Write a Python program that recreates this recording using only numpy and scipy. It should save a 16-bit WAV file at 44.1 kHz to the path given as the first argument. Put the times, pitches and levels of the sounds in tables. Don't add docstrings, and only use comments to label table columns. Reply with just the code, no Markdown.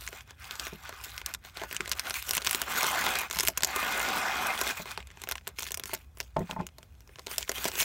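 import sys
import numpy as np
from scipy import signal
from scipy.fft import rfft, irfft
from scipy.io import wavfile
from scipy.ndimage import uniform_filter1d

SR = 44100
rng = np.random.default_rng(int(sys.argv[2]) if len(sys.argv) > 2 else 0)


def int16_out(signal):
    q = np.round(np.clip(np.atleast_2d(signal).T, -1, 1) * 32767)
    wavfile.write(sys.argv[1], SR, q.astype(np.int16))


N = 345725

# (frequency [Hz], relative density [dB per Hz])
ROOM_SPECTRUM = [(15, -69), (28, -38), (40, -19.5), (58, 1), (90, -9.5), (130, -17), (330, -32),
                 (900, -37.5), (3150, -71), (5000, -50), (13600, -55), (16500, -54.5)]
# (start [s], held [s], rubbing on cardboard [dB], rustle of the film [dB])
GRIPS = [(0, .07, -53, -47.5), (0.131, 0.06, -48.5, -52), (0.293, 0.013, -52.5, -63),
         (0.412, 0.092, -48.5, -51), (.52, .04, -45, -49), (.6, .08, -44, -43.5), (0.719, .03, -53, -54),
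         (.78, 0.036, -54, -62), (.84, .06, -46.5, -52.5), (.94, .07, -48.5, -55.5),
         (1.04, .06, -47.5, -46.5), (1.13, .07, -49, -53), (1.27, 0.039, -45, -50),
         (1.45, 0.039, -53, -55.5), (1.57, 0.075, -45, -50), (1.67, 0.032, -65, -50.5),
         (1.728, 0.035, -45, -46.5), (1.81, .12, -48, -54), (1.976, 0.024, -44, -45.5),
         (2.058, 0.028, -38, -41.5), (2.151, 0.021, -45, -34.5), (2.21, 0.042, -52, -55.5),
         (2.279, 0.09, -44, -36.5), (2.4, 0.017, -46, -52), (2.462, 0.057, -42.5, -35.5),
         (2.539, 0.1, -42.5, -43), (3.342, .14, -46.5, -41), (3.576, .02, -45, -51.5),
         (4.773, 0.031, -41.5, -42), (4.875, 0.049, -42, -48), (4.978, .03, -51, -61.5),
         (5.069, 0.12, -61, -72), (5.198, 0.042, -57, -58), (5.299, 0.02, -49, -51.5),
         (5.366, .02, -72, -60.5), (5.477, .01, -53, -59), (5.592, .09, -57, -47), (5.71, .01, -64, -57),
         (5.75, 0.024, -59, -65.5), (5.808, .02, -58, -63.5), (5.88, 0.064, -54.5, -47.5),
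         (5.99, .03, -62, -59.5), (6.18, .08, -77, -58.5), (6.383, .05, -56, -61),
         (6.45, 0.022, -59, -65.5), (6.504, .02, -48, -52), (6.599, .015, -50, -61.5),
         (6.81, 0.024, -70, -71.5), (7.1, .14, -74.5, -67.5), (7.311, 0.029, -46, -45),
         (7.388, 0.033, -65, -48), (7.49, 0.032, -50, -53), (7.56, .12, -44, -41.5),
         (7.74, 0.043, -45, -43.5), (7.797, 0.027, -47, -30.5)]
# (time [s], rubbing [dB], rustle [dB])
PULLS = [
    [(2.68, -36, -41.5), (2.77, -32.5, -33), (3.06, -30.5, -35.5), (3.21, -34, -40.5), (3.26, -41, -49.5)],
    [(3.68, -38, -43), (3.81, -32, -38.5), (4.51, -31, -42.5), (4.57, -39, -41), (4.61, -36.5, -39),
     (4.71, -33, -37)],
]
# (time [s], frequency [Hz])
CONTACT = [(.62, 3060), (.9, 1360), (2.75, 1320), (2.88, 2060), (2.97, 1470), (3.12, 2480), (3.75, 1200),
           (4.1, 1610), (4.2, 2260), (4.301, 756), (4.42, 774), (4.5, 2030), (4.7, 2480), (5, 2820)]
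# (frequency [Hz], width [Hz], level [dB])
PANELS = [(762, 41, -2.5), (1042, 65, -6), (1200, 35, -6), (1475, 71, -2), (2099, 72, -3), (2478, 94, -2),
          (3365, 290, -6.5)]
# (frequency [Hz], relative density [dB per Hz])
BOARD_SPECTRUM = [(60, -48.5), (180, -9.5), (450, -10), (900, -3), (1600, -1), (2600, -12.5), (3600, -13),
                  (8000, -22), (12000, -55.5)]
# (frequency [Hz], relative density [dB per Hz])
FILM_SPECTRUM = [(250, -10.5), (600, -30), (1200, -1), (2700, 3.5), (4800, -3.5), (6100, -0.5), (10000, -4),
                 (10700, -6), (11600, -2), (15700, -0.5), (16500, -19.5)]
# (time [s], crack peak [dB], patch pitch [Hz], thump into the box re crack [dB])
SNAPS = [(0.0096, -31, 4540, -21), (0.0384, -32, 4410, -44), (0.0656, -29, 4200, -18),
         (0.0765, -20, 2260, -34), (0.088, -27.5, 5160, -11.5),  (0.208, -31, 3200, -22),
         (0.308, -28.5, 4570, -10.5), (0.51, -18.5, 3550, -22), (0.5552, -26, 4030, -23),
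         (0.5972, -17, 3840, -24), (0.6687, -21, 2760, -8.5), (0.893, -24.5, 4570, -6),
         (0.926, -34, 1900, 0), (1.0662, -39, 3800, -3), (1.179, -17.5, 4370, -31), (1.216, -26, 2090, -9),
         (1.2619, -12.5, 6760, -45), (1.3392, -15, 7000, -29), (1.348, -20, 3600, -20),
         (1.4496, -31, 1770, -9),  (1.5713, -23, 4020, -10.5), (1.6166, -30.5, 1720, 4),
         (1.6362, -26.5, 4350, 1.5),  (1.712, -23.5, 2050, -9), (1.7278, -21, 11700, -12),
         (1.7472, -22.5, 7480, -13), (1.7656, -14, 2960, -34), (1.8067, -13, 2100, -14.5),
         (1.8587, -24, 2160, -16), (1.8773, -22, 4100, -11), (1.8947, -17.5, 12850, -30),
         (1.9162, -9.5, 4120, -38), (1.9195, -14.5, 6240, -23), (1.925, -17, 3670, -18),
         (1.9327, -22.5, 2760, -23), (1.9955, -11, 4130, -24), (2.0697, -24, 3430, -21),
         (2.098, -17, 9350, -29), (2.1075, -15.5, 2840, -14), (2.145, -26, 9450, -36),
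         (2.2253, -19.5, 12000, -31), (2.2924, -15.5, 8310, -15), (2.3094, -7.5, 5200, -21),
         (2.3347, -12, 10300, -26), (2.3514, -12, 7900, -35), (2.369, -12.5, 12500, -14),
         (2.3789, -13, 2900, -13), (2.419, -20, 4190, -14), (2.4237, -23, 3170, -20),
          (2.4476, -18, 8430, -19), (2.4668, -11, 6650, -23), (2.4718, -7, 2370, -23),
          (2.4953, -16, 6080, -33), (2.511, -7.5, 9600, -26), (2.5301, -13.5, 7900, -20),
          (2.5477, -6, 8750, -18), (2.5572, -18, 9390, -22),  (2.6176, -6.5, 9400, -14.5),
         (2.831, -11.5, 5400, -8), (2.844, -15, 3710, -6), (2.867, -13, 7860, -16), (3.0414, -17, 4960, -7),
         (3.0654, -11.5, 2160, -21),  (3.155, -15.5, 4530, -7.5), (3.188, -15, 10900, -24),
         (3.2151, -16.5, 10840, -11), (3.3, -23.5, 5430, -10), (3.3111, -14, 3830, -14),
         (3.3287, -22, 6500, -23), (3.335, -26, 5780, -3), (3.3588, -21, 5050, -12),
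         (3.3702, -17.5, 4600, -21), (3.3882, -10, 6370, -20), (3.3988, -6, 4970, -19),
         (3.4071, -5.5, 5160, -23), (3.4318, -15, 6500, -21), (3.435, -13.5, 11600, -10.5),
         (3.4514, -13, 9900, -20), (3.469, -14.5, 8080, -32), (3.4745, -7.5, 8350, -47),
         (3.4842, -5.5, 6500, -22), (3.5752, -10, 5800, -22), (3.5785, -12, 11900, -28),
         (3.6072, -21, 3640, -10), (3.623, -21.5, 4400, -14), (3.6341, -6.5, 4550, -22),
         (3.6471, -6, 5500, -21), (3.673, -20, 10480, -15), (3.762, -14.5, 9800, -10),
         (3.8286, -17.5, 1810, -3.5), (4.0293, -19, 5150, -43), (4.088, -18, 4130, -31),
          (4.4698, -18, 9500, -12), (4.591, -19, 9170, -8), (4.614, -9.5, 5100, -11.5),
         (4.6683, -22, 2820, -2), (4.857, -27.5, 4170, -6), (4.916, -26, 5210, -24),
          (4.9761, -20.5, 4520, -5.5), (5.004, -30, 2020, -20), (5.027, -34.5, 2380, -22),
         (5.072, -35.5, 3500, -17), (5.1037, -37.5, 2160, -13), (5.114, -37.5, 2150, -12),
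         (5.173, -36, 2000, -4), (5.218, -23.5, 3340, -15), (5.2377, -21.5, 5740, -9.5),
          (5.2736, -30.5, 2600, -2), (5.289, -17, 12400, -12.5), (5.2974, -26, 4550, -11),
         (5.313, -14.5, 5940, -12.5), (5.3215, -14, 3970, -16), (5.3552, -22, 2760, -9),
         (5.381, -28, 1830, -30), (5.4713, -24.5, 3460, -5), (5.4762, -18.5, 8800, -11),
         (5.4897, -33, 3620, -18),  (5.587, -20, 2230, -14), (5.593, -21.5, 7040, -23),
         (5.6055, -22, 4860, -14), (5.624, -19.5, 7200, -12), (5.6311, -20, 3150, -20),
         (5.642, -26, 5490, -21), (5.6734, -27, 3230, -13), (5.6874, -28, 4310, -25),
          (5.7074, -25, 4830, -11.5), (5.719, -15, 6900, -19), (5.744, -13.5, 6300, -33),
         (5.7739, -18.5, 8600, -16), (5.7972, -20, 12400, -14), (5.8372, -19.5, 5050, -13.5),
         (5.8572, -22, 5360, -17), (5.8944, -34, 5010, 2.5), (5.9345, -18.5, 9280, -16),
         (5.9392, -13, 10800, -22.5), (5.9486, -18.5, 6400, -36), (6.1727, -34.5, 5900, -7),
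         (6.2029, -14, 5440, -19), (6.2095, -21.5, 2510, -16), (6.3666, -36, 1980, 14),
         (6.5111, -20, 2640, -8.5),  (6.6676, -23.5, 6300, -22), (6.6891, -39, 2910, -12),
         (6.7843, -31, 3900, -24), (6.8298, -33.5, 3070, -14), (7.0063, -39, 5140, -18),
         (7.0755, -43, 5230, -9),  (7.093, -42.5, 1700, -3), (7.158, -33.5, 2780, -8),
         (7.186, -35, 1790, -3), (7.194, -29.5, 3400, -6.5), (7.2649, -29, 4050, -14),
         (7.2691, -17.5, 4100, -13), (7.281, -33, 3140, -4), (7.314, -22.5, 4650, -10.5),
         (7.3822, -7, 5600, -21.5),  (7.394, -33, 4100, -13), (7.4086, -24, 6230, -12),
         (7.428, -19, 2510, -23), (7.4776, -33, 3050, -15), (7.4941, -11.5, 4500, -9),
         (7.5174, -16, 9400, -18), (7.5824, -22.5, 3000, -9.5), (7.6435, -15, 5780, -15),
         (7.6546, -16, 4460, 1), (7.66, -19.5, 2150, -14.5), (7.6804, -18, 7900, -30),
         (7.685, -15, 5300, -11), (7.717, -21.5, 3600, -13), (7.755, -17.5, 3510, -14),
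         (7.779, -24.5, 7020, -5), (7.8029, -8, 3600, -19), (7.8109, -19, 6230, -7),
         (7.8171, -14.5, 8700, -18), (7.824, -17.5, 6000, -10)]
# (time [s], peak [dB], panel struck [Hz], hollow low part [dB])
KNOCKS = [(0.727, -33, 427, -6), (1.617, -31, 600, -30), (1.633, -39, 710, -17), (1.802, -33.5, 346, -15),
          (2.368, -42, 1050, -16), (2.842, -26.5, 880, -40.5), (3.064, -22, 1270, -44),
          (3.364, -31.5, 1220, -16), (3.484, -28, 627, -20), (3.627, -29.5, 794, -16),
          (4.797, -29, 645, -10), (4.975, -34, 750, -11.5), (5.93, -28, 600, -21), (6.364, -19, 704, -13),
          (6.384, -23, 654, -4), (6.405, -25, 360, -5), (6.415, -26.5, 298, -6), (6.494, -29.5, 870, -11),
          (6.525, -33, 970, -4), (6.563, -28, 870, -15), (6.589, -28, 830, 1), (6.6, -21.5, 870, -8),
          (6.616, -31.5, 357, -4.5), (6.783, -45, 602, -20), (7.735, -40, 350, -13)]
# (frequency [Hz], level [dB], t60 [s])
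BOX_MODES = [(92, -3.5, 0.044), (172.6, -4, 0.14), (213, 0, 0.081), (363, -4.5, 0.068), (424, -2.5, 0.042),
             (628, 0, 0.031), (803, -46, 0.018), (870, -1, 0.051), (1015, -4, 0.036), (1280, 0, 0.018),
             (1910, 3, 0.017)]
# (frequency [Hz], t60 [s])
TAIL_T60 = [(300, 0.13), (790, 0.1), (2090, 0.0099), (5510, 0.041), (14600, 0.011)]

ROOM_RMS_DB, REFLECTIONS_DB = -54, -12.0
EDGE_HZ = 16200
RISE_DB_PER_S, FALL_DB_PER_S = 448, 381.5
RESTING_RUB_DB, RESTING_RUSTLE_DB = -72.5, -75.5
FULL_PRESSURE_DB = -43.0
HOLLOW_TOP_HZ = 280
TICK_COUNT, TICK_OVER_RUSTLE_DB = 80, 22
TICK_CAP_DB, TICK_SPREAD_DB = -35, 3
TICK_CENTRE_HZ, TICK_LOG_HZ_SPREAD = 3500, 0.6
TICK_THUMP_DB, TICK_THUMP_SPREAD_DB = -12, 5


def gain_of(db):
    return 10 ** (np.asarray(db) / 20)


def evened(x):
    return x / np.sqrt(np.mean(x ** 2) + 1e-20)


def read(points, hz):
    table_hz, value = np.transpose(points)
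    return np.interp(np.log(hz + 1), np.log(table_hz + 1), value)


def add(mix, start_s, sound):
    part = mix[round(start_s * SR):][:len(sound)]
    part += sound[:len(part)]


def colour(points, size=2048):
    hz = abs(np.fft.fftfreq(size, 1 / SR))
    log_gain = np.log(gain_of(np.maximum(read(points, hz), -100)))
    response = np.fft.ifft(np.exp(np.conj(signal.hilbert(log_gain)))).real
    return response[:size // 2]


def ring(x, hz, width_hz):
    b, a = signal.iirpeak(min(hz, SR / 2.2), hz / width_hz, SR)
    return signal.lfilter(b, a, x)


def wander(points_per_s):
    points = rng.standard_normal(1000)
    return np.interp(np.arange(N) / SR * points_per_s, np.arange(1000), points)


def slips(per_s, spread_db, clump_db, clumps_per_s):
    uneven_db = spread_db * np.minimum(rng.exponential(1, N), 4)
    size = gain_of(uneven_db + clump_db * wander(clumps_per_s))
    return evened(size * rng.standard_normal(N) * (rng.random(N) < per_s / SR))


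def room_tone():
    spectrum = rfft(rng.standard_normal(N)) * gain_of(read(ROOM_SPECTRUM, np.fft.rfftfreq(N, 1 / SR)))
    return gain_of(ROOM_RMS_DB) * evened(irfft(spectrum, N))


def hands(column):
    t = np.arange(0, N / SR + .002, .001)
    grips = [[(s, rub, film), (s + held, rub, film)] for s, held, rub, film in GRIPS]
    power = gain_of((0, RESTING_RUB_DB, RESTING_RUSTLE_DB)[column]) ** 2
    for move in map(np.array, grips + list(PULLS)):
        before_s = np.maximum(move[0, 0] - t, 0)
        after_s = np.maximum(t - move[-1, 0], 0)
        edges_db = RISE_DB_PER_S * before_s + FALL_DB_PER_S * after_s
        power = power + gain_of(np.interp(t, move[:, 0], move[:, column]) - edges_db) ** 2
    return np.interp(np.arange(N) / SR, t, np.sqrt(power))


def patchy(x, depth_db):
    z = signal.stft(x, nperseg=512)[2]
    field = uniform_filter1d(rng.standard_normal(z.T.shape), size=10, axis=0)
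    field = uniform_filter1d(field, size=6, axis=1)
    drifted = z * gain_of(depth_db * evened(field).T)
    power, drifted_power = [uniform_filter1d((abs(v) ** 2).sum(0), size=9) + 1e-20 for v in (z, drifted)]
    levelled = drifted * np.sqrt(power / drifted_power)
    return evened(signal.istft(levelled, nperseg=512)[1][:N])


def rubbing():
    broad = evened(signal.oaconvolve(slips(9000., 3.1, 1., 60.), colour(BOARD_SPECTRUM))[:N])
    contact_s, contact_hz = np.transpose(CONTACT)
    contact_hz = np.interp(np.arange(N) / SR, contact_s, contact_hz)
    panels = np.zeros(N)
    for hz, width_hz, db in PANELS:
        near_db = 7 * np.exp(-(np.log(hz / contact_hz) / .14) ** 2)
        fibres = slips(1200., 2.9, 0, 1)
        panels += gain_of(db + near_db + 1.0 * wander(6.6)) * evened(ring(fibres, hz, width_hz))
    panels_db = -1
    rub = patchy(broad + gain_of(panels_db) * evened(panels), depth_db=2.5)
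    thin = signal.sosfilt(signal.butter(2, 800., "high", fs=SR, output="sos"), rub)
    level = hands(column=1)
    pressure = np.clip(level / gain_of(FULL_PRESSURE_DB), 0, 1)
    return level * (pressure * rub + (1 - pressure) * thin)


def rustle():
    clumps = gain_of(1.5 * wander(60.))
    drive = slips(7000., 1.0, 3.8, 150.)
    t = np.arange(200) / SR
    crackle_db, grain_t60_s = -13, 0.0012
    for hz in np.geomspace(1800., 13000., num=10):
        burst = rng.standard_normal(len(t)) * gain_of(-60 * t / grain_t60_s)
        grain = ring(burst, hz, 0.65 * hz)
        crackle = signal.oaconvolve(slips(60., 2.5, 4.5, 27.0), grain)[:N]
        drive += gain_of(crackle_db) * evened(crackle)
    coloured = signal.oaconvolve(drive, colour(FILM_SPECTRUM))[:N]
    return hands(column=2) * patchy(clumps * coloured, depth_db=3.5)


def ticks():
    film = hands(column=2)
    busy = np.cumsum(film ** 0.11)
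    when = rng.random(TICK_COUNT)
    size, pitch, thump = rng.standard_normal((TICK_COUNT, 3)).T
    at = np.clip(np.searchsorted(busy, when * busy[-1]), 200, N - 1)
    db = np.minimum(20 * np.log10(film[at]) + TICK_OVER_RUSTLE_DB, TICK_CAP_DB) + TICK_SPREAD_DB * size
    hz = np.clip(TICK_CENTRE_HZ * np.exp(TICK_LOG_HZ_SPREAD * pitch), 1500, 13000)
    return list(zip(at / SR, db, hz, TICK_THUMP_DB + TICK_THUMP_SPREAD_DB * thump))


def snaps():
    out, t = np.zeros(N), np.arange(-100, 700) / SR
    film = colour(FILM_SPECTRUM)[:300]
    buckles = ticks() + list(SNAPS)
    noise = rng.standard_normal((len(buckles), 2, len(t)))
    chance = rng.standard_normal((len(buckles), 3))
    thump_band = signal.butter(2, [300, 1500], "band", fs=SR, output="sos")
    after = np.maximum(t, 0)
    creep = gain_of(-19.0 + 60 * np.minimum(t, 0) / 0.0087)
    aftershake = gain_of(-15.0 - 60 * after / 0.024)
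    for (s, db, hz, thump_db), (shudder, shake), (slack, *others) in zip(buckles, noise, chance):
        shudder_t60_s = 0.002 * np.exp(0.073 * slack)
        shape = gain_of(-60 * after / shudder_t60_s) + aftershake
        drive = shudder * np.where(t < 0, creep, shape) + 0.44 * (t == 0)
        dull_b, dull_a = signal.butter(2, min(2.9 * hz, 18000), fs=SR)
        broad = signal.lfilter(dull_b, dull_a, np.convolve(drive, film)[:len(t)])
        side_hz = np.clip(4500 * np.exp(0.564 * np.array(others)), 1200, 14000)
        side = sum(ring(drive, f, 0.13 * f) for f in side_hz)
        patch = ring(drive, hz, 0.18 * hz)
        crack = evened(broad) + gain_of(-6.5) * evened(patch) + gain_of(-14.5) * evened(side)
        thump = signal.sosfilt(thump_band, shake * (t >= 0) * gain_of(-60 * after / 0.013))
        snap = crack / abs(crack).max() + gain_of(thump_db) * thump / abs(thump).max()
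        add(out, s + t[0], gain_of(db) * snap)
    return out


def knocks():
    out, t = np.zeros(N), np.arange(6000)[:, None] / SR
    hz, mode_db, t60_s = np.transpose(BOX_MODES)
    detunes = rng.standard_normal((len(KNOCKS), len(BOX_MODES)))
    for (s, db, struck_hz, hollow_db), detune in zip(KNOCKS, detunes):
        away_db = -18. * np.minimum(abs(np.log(hz / struck_hz)), .9)
        level_db = mode_db + np.where(hz < HOLLOW_TOP_HZ, hollow_db, away_db)
        tones = np.sin(2 * np.pi * hz * (1 + 0.029 * detune) * t)
        modes = gain_of(level_db - 60 * t / t60_s) * tones
        blow = modes.sum(1) * (1 - np.exp(-t[:, 0] / .0015))
        add(out, s, gain_of(db) * blow / abs(blow).max())
    return out


def reflections(x):
    taps = np.zeros(8192)
    at = np.arange(60, 8000, 20) + rng.integers(0, 20, 397)
    taps[at] = rng.choice([-1., 1.], 397)
    hz, t, z = signal.stft(taps, SR, nperseg=128)
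    decay = gain_of(-60 * t / read(TAIL_T60, hz)[:, None])
    tail = signal.istft(z * decay, SR, nperseg=128)[1]
    return signal.oaconvolve(x, tail / np.linalg.norm(tail))[:N]


def scene():
    near = snaps() + rustle() + knocks()
    mix = near + gain_of(REFLECTIONS_DB) * reflections(near) + rubbing() + room_tone()
    return mix[None]


def record(dry):
    lowpass = signal.firwin(255, EDGE_HZ, window=("kaiser", 7), fs=SR)
    return signal.oaconvolve(dry, lowpass[None], "same")


dry = scene()
out = record(dry)
int16_out(out)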